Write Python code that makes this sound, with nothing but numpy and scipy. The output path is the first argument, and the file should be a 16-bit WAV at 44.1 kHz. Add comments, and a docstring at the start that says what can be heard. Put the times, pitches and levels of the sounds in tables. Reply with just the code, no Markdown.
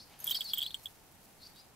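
"""Outdoors in the grass, a cat in a cloth harness turns close by. Pellets strike the shells of its small
bells, and each impact excites a short hoot of the cavity resonance under thin rings of the metal.
The leash clasp clinks, the harness knocks, and friction makes cloth and grass rustle. Further off,
small birds chirp with both sides of the syrinx over a quiet murmur and hiss."""
import sys
import numpy as np
from scipy import signal
from scipy.fft import rfft, irfft
from scipy.io import wavfile
from scipy.ndimage import uniform_filter1d

SR = 44100
rng = np.random.default_rng(int(sys.argv[2]) if len(sys.argv) > 2 else 0)


def master(y):
    """Save y as 16-bit WAV."""
    cut = np.clip(np.atleast_2d(y).T, -1, 1)
    pcm = np.round(cut * 32767)  # scale
    wavfile.write(sys.argv[1], SR, pcm.astype(np.int16))


N = 77175


def undb(db):
    """Amplitude ratio of a level in decibels."""
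    return 10 ** (np.asarray(db) / 20)


def unit(x):
    """Normalisation to an rms of one."""
    return x / np.sqrt(np.mean(x ** 2))


def colour(x, points):
    """Spectral shaping by a curve of (Hz, dB) points."""
    hz, db = np.array(points).T
    f = np.maximum(np.fft.rfftfreq(N, 1 / SR), 1)
    return irfft(rfft(x) * undb(np.interp(np.log(f), np.log(hz), db)), N)


def wander(rate_hz):
    """Random fluctuation: smoothed noise with an rms of one."""
    width = int(SR / rate_hz)
    return unit(uniform_filter1d(uniform_filter1d(rng.standard_normal(N), width), width))


def since(start):
    """Elapsed time in seconds, zero before the start."""
    return np.maximum(np.arange(N) / SR - start, 0)


def decay(start, t60):
    """Exponential damping: a sudden onset, then a fall of 60 dB in t60 seconds."""
    age = since(start)
    return (age > 0) * np.exp(-np.log(1000) * age / t60)


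def swells(table):
    """A sum of Gaussian envelopes, one for each row."""
    return sum(undb(db) * np.exp(-((since(0) - when) / half) ** 2) for when, half, db in table)


def ring(start, modes, detune, attack_s=.0001):
    """Free vibration in damped modes; each blow varies their strength, sign and tuning."""
    age, out = since(start), 0
    for (hz, db, t60), (extra_db, shift, sign) in zip(modes, rng.standard_normal((len(modes), 3))):
        wave = np.sign(sign) * np.sin(2 * np.pi * hz * (1 + detune * shift) * age)
        out = out + undb(db + extra_db) * wave * decay(start, t60)
    return out * np.minimum(age / attack_s, 1)


def crack(start, t60, low_hz, top_hz=14800):
    """Contact noise: a brief impact spreads its energy over a wide band."""
    burst = rng.standard_normal(N) * decay(start, t60)
    burst = signal.sosfilt(signal.butter(6, top_hz, fs=SR, output="sos"), burst)
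    return signal.sosfilt(signal.butter(1, low_hz, "high", fs=SR, output="sos"), burst)


def pan(db):
    """Direction by level difference: two gains, the left db above the right."""
    return undb(np.array([[db], [-db]]) / 2)


def place(x, pan_db, echo_db, t60):
    """Scattering from ground, plants and walls adds a diffuse tail to the panned direct sound."""
    tail = rng.standard_normal((2, N)) * decay(0.0011, t60)
    tail /= np.sqrt(np.sum(tail ** 2, axis=1, keepdims=True))
    scatter = signal.fftconvolve(np.atleast_2d(x), tail, axes=1)[:, :N]
    return x * pan(pan_db) + undb(echo_db) * scatter


# Background spectrum. Each row: frequency in Hz, relative spectral density in dB.
AIR_SPECTRUM = [(12, -67), (20, 2), (49, -7.5), (83, -2.5), (185, -3.5), (306, -8), (333, -9.5),
                (452, -10.5), (565, -11.5), (906, -8.5), (985, -13.5), (2540, -19.5), (4070, -24),
                (8640, -24.5), (15500, -30.5)]
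# Its stereo width. Each row: frequency in Hz, side minus mid level in dB.
AIR_SIDE = [(30, -4), (80, -5.5), (150, -17), (300, -3.5), (1000, -5.5), (4000, 0), (14000, 0.5)]


def air():
    """Ambient noise: a distant low murmur and smooth hiss, partly correlated between the ears."""
    mid, side = (unit(colour(rng.standard_normal(N), AIR_SPECTRUM)) for _ in range(2))
    return undb(-62) * (mid + colour(side, AIR_SIDE) * np.array([[1], [-1]]))


def rasp(width_hz=570):
    """Random modulation: a fast flutter that spreads a whistle into a hoarse band."""
    lowpass = signal.butter(2, width_hz, fs=SR, output="sos")
    noise = signal.sosfilt(lowpass, rng.standard_normal((2, N)))
    return (unit(noise[0]) + 1j * unit(noise[1])) / np.sqrt(2)


# Contours, one list per chirp. Each row: time in seconds, pitch of the lower voice in Hz,
# relative levels of the lower and the upper voice in dB.
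CHIRP_CONTOURS = [
    [(-.02, 3750, -57, -75), (.005, 4186, -50.5, -53), (.014, 4830, -50, -64), (.023, 4220, -61, -50.5),
     (.042, 4740, -57, -73)],
    [(.318, 3900, -35, -57), (.33, 3630, -42.5, -43), (.342, 3594, -45.5, -50), (.353, 4106, -40, -30.5),
     (.362, 4210, -46, -42), (.372, 4690, -29.5, -47.5), (.383, 4200, -47.5, -75)],
    [(.449, 4530, -43.5, -65), (.462, 4465, -40, -81), (.484, 4010, -45.5, -47), (.5, 4400, -38.5, -47.5),
     (.509, 4800, -40.5, -69), (.517, 4300, -48, -68)],
    [(.62, 3600, -50, -44), (.645, 3944, -42.5, -53), (.652, 3740, -45, -60), (.661, 4080, -39, -73),
     (.666, 4193, -52, -65), (.673, 4323, -40.5, -79), (.683, 4374, -42, -80), (.692, 4030, -55, -89)],
    [(1.395, 4450, -67, -84), (1.415, 4140, -58, -74), (1.436, 4425, -51, -75), (1.458, 4776, -55, -75),
     (1.47, 4630, -47.5, -62), (1.48, 4320, -70, -64)],
    [(1.54, 3804, -70, -83), (1.568, 3790, -59, -61), (1.585, 3823, -62.5, -57.5), (1.602, 4080, -64, -55),
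     (1.62, 4130, -66, -65)],
]
# Hoarseness. Each entry: the noisy share of one chirp's power, from 0 to 1.
HOARSE_SHARES = [.35, .08, .08, .14, .4, .25]
UPPER_VOICE_RATIO, CHIRP_FADE_S, WARBLE_DEPTH = 1.215, 0.0073, 0.00906
SUM_TONE_DB, OCTAVE_DB = -14.5, -26.5
WALL_DELAY_S, WALL_ECHO_DB = .048, -17


def birds():
    """Nonlinear mixing: whistles from the two sides of the syrinx form overtones; a wall echoes them."""
    t, out = since(0), 0
    for chirp, hoarse in zip(CHIRP_CONTOURS, HOARSE_SHARES):
        when, hz, lower_db, upper_db = np.array(chirp).T
        gate = np.clip(1 + np.minimum(t - when[0], when[-1] - t) / CHIRP_FADE_S, 0, 1)
        voices = []
        for ratio, db in ((1, lower_db), (UPPER_VOICE_RATIO, upper_db)):
            pitch = ratio * np.interp(t, when, hz) * (1 + WARBLE_DEPTH * wander(445))
            whistle = np.exp(2j * np.pi * np.cumsum(pitch) / SR)
            flutter = np.sqrt(1 - hoarse) + np.sqrt(hoarse) * rasp()
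            voices.append(gate * undb(np.interp(t, when, db)) * whistle * flutter)
        lower, upper = voices
        sum_tone = lower * upper / np.sqrt(np.abs(lower * upper) + 1e-18)
        octave = lower * np.exp(1j * np.angle(lower))
        out = out + np.imag(lower + upper + undb(SUM_TONE_DB) * sum_tone + undb(OCTAVE_DB) * octave)
    echo = np.pad(out, (round(WALL_DELAY_S * SR), 0))[:N]
    return undb(0.5) * (out + undb(WALL_ECHO_DB) * echo)


# Strokes of fur on cloth. Each row: peak time in seconds, half length in seconds, level in dB.
BRUSH_STROKES = [(0.136, 0.046, -61), (0.225, 0.033, -59.5), (0.32, 0.02, -70), (0.36, 0.02, -59)]
# Their spectrum. Each row: frequency in Hz, relative spectral density in dB.
BRUSH_SPECTRUM = [(100, -11), (350, -11), (850, 4.5), (1500, -0.5), (3000, 0.5), (6000, -6.5), (15000, -41)]


def brushes():
    """Sliding friction: fur and cloth give soft swells of noise as the cat starts to turn."""
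    return swells(BRUSH_STROKES) * unit(colour(rng.standard_normal(N), BRUSH_SPECTRUM))


# The cat's movement. Each row: time in seconds, relative rustle level in dB.
RUSTLE_LEVELS = [(0, -67.5), (.17, -66.5), (.23, -52.5), (.31, -49), (.39, -54), (.445, -55), (.5, -55),
                 (.6, -53.5), (.69, -63), (.86, -61), (.95, -66), (1.18, -68), (1.245, -61), (1.3, -66.5),
                 (1.46, -64), (1.58, -62), (1.75, -76)]
# Spectrum of the rustle. Each row: frequency in Hz, relative spectral density in dB.
RUSTLE_SPECTRUM = [(100, -2.5), (400, -4.5), (900, -3.5), (2000, -4.5), (5000, -2), (8000, -4), (12000, 1),
                   (14500, -3), (16000, -3)]
GRAINS_PER_S, GRAIN_SPREAD_DB, RUSTLE_SIDE_DB = 5000, 2, -3


def rustle():
    """Shot noise: cloth, fur and grass crackle in tiny random impulses as the cat moves."""
    def grains():
        sizes = undb(GRAIN_SPREAD_DB * np.minimum(rng.exponential(size=N), 5)) * rng.standard_normal(N)
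        occurs = rng.random(N) < GRAINS_PER_S / SR
        return unit(colour(sizes * occurs, RUSTLE_SPECTRUM))
    level = undb(np.interp(since(0), *np.array(RUSTLE_LEVELS).T) + 0.99 * wander(73))
    return level * (grains() + undb(RUSTLE_SIDE_DB) * grains() * np.array([[1], [-1]]))


# Slaps of the straps. Each row: start in seconds, level in dB, centre frequency in Hz.
STRAP_KNOCKS = [(0.303, -41, 5570), (0.313, -41.5, 5900), (0.388, -52.5, 764), (0.534, -54, 1000)]


def knocks():
    """Heavily damped impacts: leash and harness slap the body in noise bursts an octave wide."""
    out = 0
    for start, db, hz in STRAP_KNOCKS:
        band = signal.butter(2, hz * np.array([2 ** -.5, 2 ** .5]), "band", fs=SR, output="sos")
        noise = unit(signal.sosfilt(band, rng.standard_normal(N)))
        out = out + undb(db) * noise * decay(start, t60=0.038)
    return out


# Blows of clasp on ring. 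Each row: start in seconds, clasp and ring gains in dB, favoured mode in Hz.
CLASP_BLOWS = [(.191, -44.5, -64, 11300), (.2015, -42, -44, 12800), (0.2424, -28, -45.5, 13380),
               (.2685, -29.5, -61, 13120), (.2762, -41, -51, 11200), (.2935, -37.5, -62, 11170),
               (.3035, -30.5, -59, 13980)]
# Modes of the clasp and of the harness ring. Each row: frequency in Hz, gain in dB, t60 in seconds.
CLASP_MODES = [(11170, 0, 0.035), (12780, -1, 0.022), (13120, 0, 0.025), (13380, 0, 0.022),
               (13980, -2, .035)]
HARNESS_MODES = [(6444, -9, 0.13), (11980, 0, 0.13)]
OTHER_MODES_DB, FAVOUR_WIDTH_HZ = -14, 370


def clasp():
    """Modal excitation: the leash clasp hits the harness ring, and the spot struck favours one mode."""
    out = 0
    for start, clasp_db, ring_db, favoured_hz in CLASP_BLOWS:
        modes = [(hz, db + OTHER_MODES_DB * min(abs(hz - favoured_hz) / FAVOUR_WIDTH_HZ, 1), t60)
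                 for hz, db, t60 in CLASP_MODES]
        clink = ring(start, modes, detune=0.0024) + undb(-3) * crack(start, t60=0.013, low_hz=9400)
        out = out + undb(clasp_db) * clink + undb(ring_db) * ring(start, HARNESS_MODES, detune=0.0017)
    return out


# Touches of metal. Each row: start in seconds, gain in dB.
METAL_TICKS = [(0.444, -36), (0.832, -45), (0.8364, -46), (0.845, -44), (1.121, -50)]


def ticks():
    """Light impacts: small metal parts touch and give only bright contact noise."""
    return sum(undb(db) * crack(start, t60=0.025, low_hz=11400) for start, db in METAL_TICKS)


# Rolls of a pellet. Each row: peak time in seconds, half length in seconds, level in dB.
PELLET_ROLLS = [(0.268, 0.014, -51.5), (0.514, 0.014, -51), (0.56, 0.012, -46.5)]
# Their spectrum. Each row: frequency in Hz, relative spectral density in dB.
ROLL_SPECTRUM = [(2300, -46), (3000, -14), (3300, -2), (3450, -3), (3700, -9), (4600, -34)]


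def rolls():
    """Noise-driven resonance: a pellet rolls round its shell and keeps the cavity whirring."""
    return swells(PELLET_ROLLS) * unit(colour(rng.standard_normal(N), ROLL_SPECTRUM))


def hoot(start, hz, rise_s, sharpness=1.93):
    """Cavity resonance: the air in a bell swells for a few cycles and dies quickly."""
    age = since(start)
    progress = age / rise_s
    return (progress * np.exp(1 - progress)) ** sharpness * np.sin(2 * np.pi * hz * age)


# Pellet strikes. Each row: time in seconds, cavity gain in dB, cavity pitch in Hz, low and high shell
# gains in dB, left minus right level of the high ring in dB, cavity rise in seconds, contact gain in dB.
PELLET_STRIKES = [(0.275, -25.5, 3304, -42.5, -39, -7, 0.0025, -66),
                  (0.2871, -32, 3250, -52, -54, -3, 0.0016, -70),
                  (0.2922, -35, 3250, -64, -45, -8, 0.0017, -71),
                  (0.2953, -31, 3420, -60, -39, -9, 0.0013, -58),
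                  (0.309, -24.5, 3150, -55, -29.5, 3, 0.0027, -47.5),
                  (0.3183, -31, 3260, -69, -36, -17, 0.002, -60),
                  (0.3451, -30.5, 3276, -49, -37.5, -9, 0.0026, -58),
                  (0.3525, -31, 3260, -47.5, -53, -0.5, 0.0019, -52),
                  (0.359, -39, 3210, -59, -41, -3, 0.0034, -57),
                  (0.4067, -26, 3282, -46.5, -37, 7, 0.0022, -52.5),
                  (0.4161, -28, 3400, -53, -54, -12, 0.00063, -62),
                  (0.5338, -21.5, 3280, -44, -35, 4, 0.0019, -51),
                  (0.5382, -50, 3140, -63, -27, -1, 0.0021, -55),
                  (0.543, -42, 3214, -59, -46, 2, 0.0047, -70),
                  (0.574, -29.5, 3250, -49, -57, -3, 0.0016, -54),
                  (0.5816, -30.5, 3240, -46, -29.5, 0, 0.0019, -56),
                  (0.5879, -26, 3236, -56, -55, 3, 0.0016, -61),
                  (0.5922, -41, 3150, -61, -41, 3, 0.0013, -59),
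                  (0.6047, -30.5, 3400, -64, -62, 0, 0.001, -90),
                  (0.611, -36, 3230, -51, -62, 2, 0.0018, -60),
                  (0.6172, -25.5, 3330, -56, -49, 7, 0.0016, -58),
                  (0.6261, -26, 3250, -44, -39, 9, 0.0015, -53.5),
                  (0.6311, -29.5, 3390, -63, -52, 2, 0.002, -55),
                  (0.6626, -28.5, 3356, -51.5, -41.5, 4, 0.0015, -59),
                  (0.706, -37, 3450, -78, -76, -5, 0.00093, -69),
                  (0.713, -43, 3570, -82, -71, 1, 0.0011, -74),
                  (0.7434, -26, 3280, -43.5, -53, 5, 0.0014, -50),
                  (0.8568, -30, 3353, -56, -45, 10, 0.0017, -59.5),
                  (0.8668, -37, 3420, -70, -56, 1.5, 0.0011, -72)]
# Modes of a bell's cavity and shell. Each row: frequency in Hz, gain in dB, t60 in seconds.
CAVITY_MODES = [(3020, -31, .05), (3150, -25, .065), (3295, -24, .06), (3400, -26, .05), (3740, -30, .05)]
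LOW_SHELL_MODES = [(7770, -1.5, 0.062), (7840, -5, 0.039), (8100, -3, 0.05)]
HIGH_SHELL_MODES = [(14030, -9, .035), (14400, -16, .03), (14490, -0.5, 0.035), (14510, -11, 0.035)]
ONSET_DELAY_S, CAVITY_BOOST_DB, CONTACT_BOOST_DB = 0.000379, 1, 7.5
BOUNCE_S, BOUNCE_DB = 0.0038, -8.5


def bells():
    """Impact excitation: a pellet cracks against the bell, sounds cavity and shell, and bounces once."""
    out = 0
    chances = rng.uniform(-0.99, 1, (len(PELLET_STRIKES), 2))
    for strike, (lag, shift) in zip(PELLET_STRIKES, chances):
        when, cavity_db, hz, low_db, high_db, pan_db, rise_s, contact_db = strike
        start = when + ONSET_DELAY_S
        bounce = hoot(start + BOUNCE_S * (1 + 0.147 * lag), hz * (1 + .03 * shift), rise_s)
        after_ring = ring(start + BOUNCE_S, CAVITY_MODES, detune=0.0038)
        cavity = hoot(start, hz, rise_s) + undb(BOUNCE_DB) * bounce + after_ring
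        low = undb(low_db) * ring(start, LOW_SHELL_MODES, detune=0.0077)
        # Directivity: a turning bell beams its high ring to either side.
        high = undb(high_db) * pan(pan_db) * ring(start, HIGH_SHELL_MODES, detune=0.0017)
        contact = undb(contact_db + CONTACT_BOOST_DB) * crack(start, t60=0.037, low_hz=1030)
        out = out + undb(cavity_db + CAVITY_BOOST_DB) * cavity + low + high + contact
    return out


def scene():
    """Superposition of the cat close by, the birds further off and the background all around."""
    jingle = place(bells() + ticks() + rolls(), pan_db=-2.2, echo_db=-13, t60=0.06)
    clinks = place(clasp(), pan_db=1.5, echo_db=-4, t60=0.031)
    movement = rustle() + brushes() + knocks()
    chirps = place(birds(), pan_db=2, echo_db=-7.5, t60=0.41)
    return jingle + clinks + movement + chirps + air()


def record(dry):
    """Band limiting: a steep low-pass filter cuts the treble above 15650 Hz."""
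    return signal.sosfilt(signal.ellip(10, .2, 70, 15650, fs=SR, output="sos"), dry)


dry = scene()
out = record(dry)
master(out)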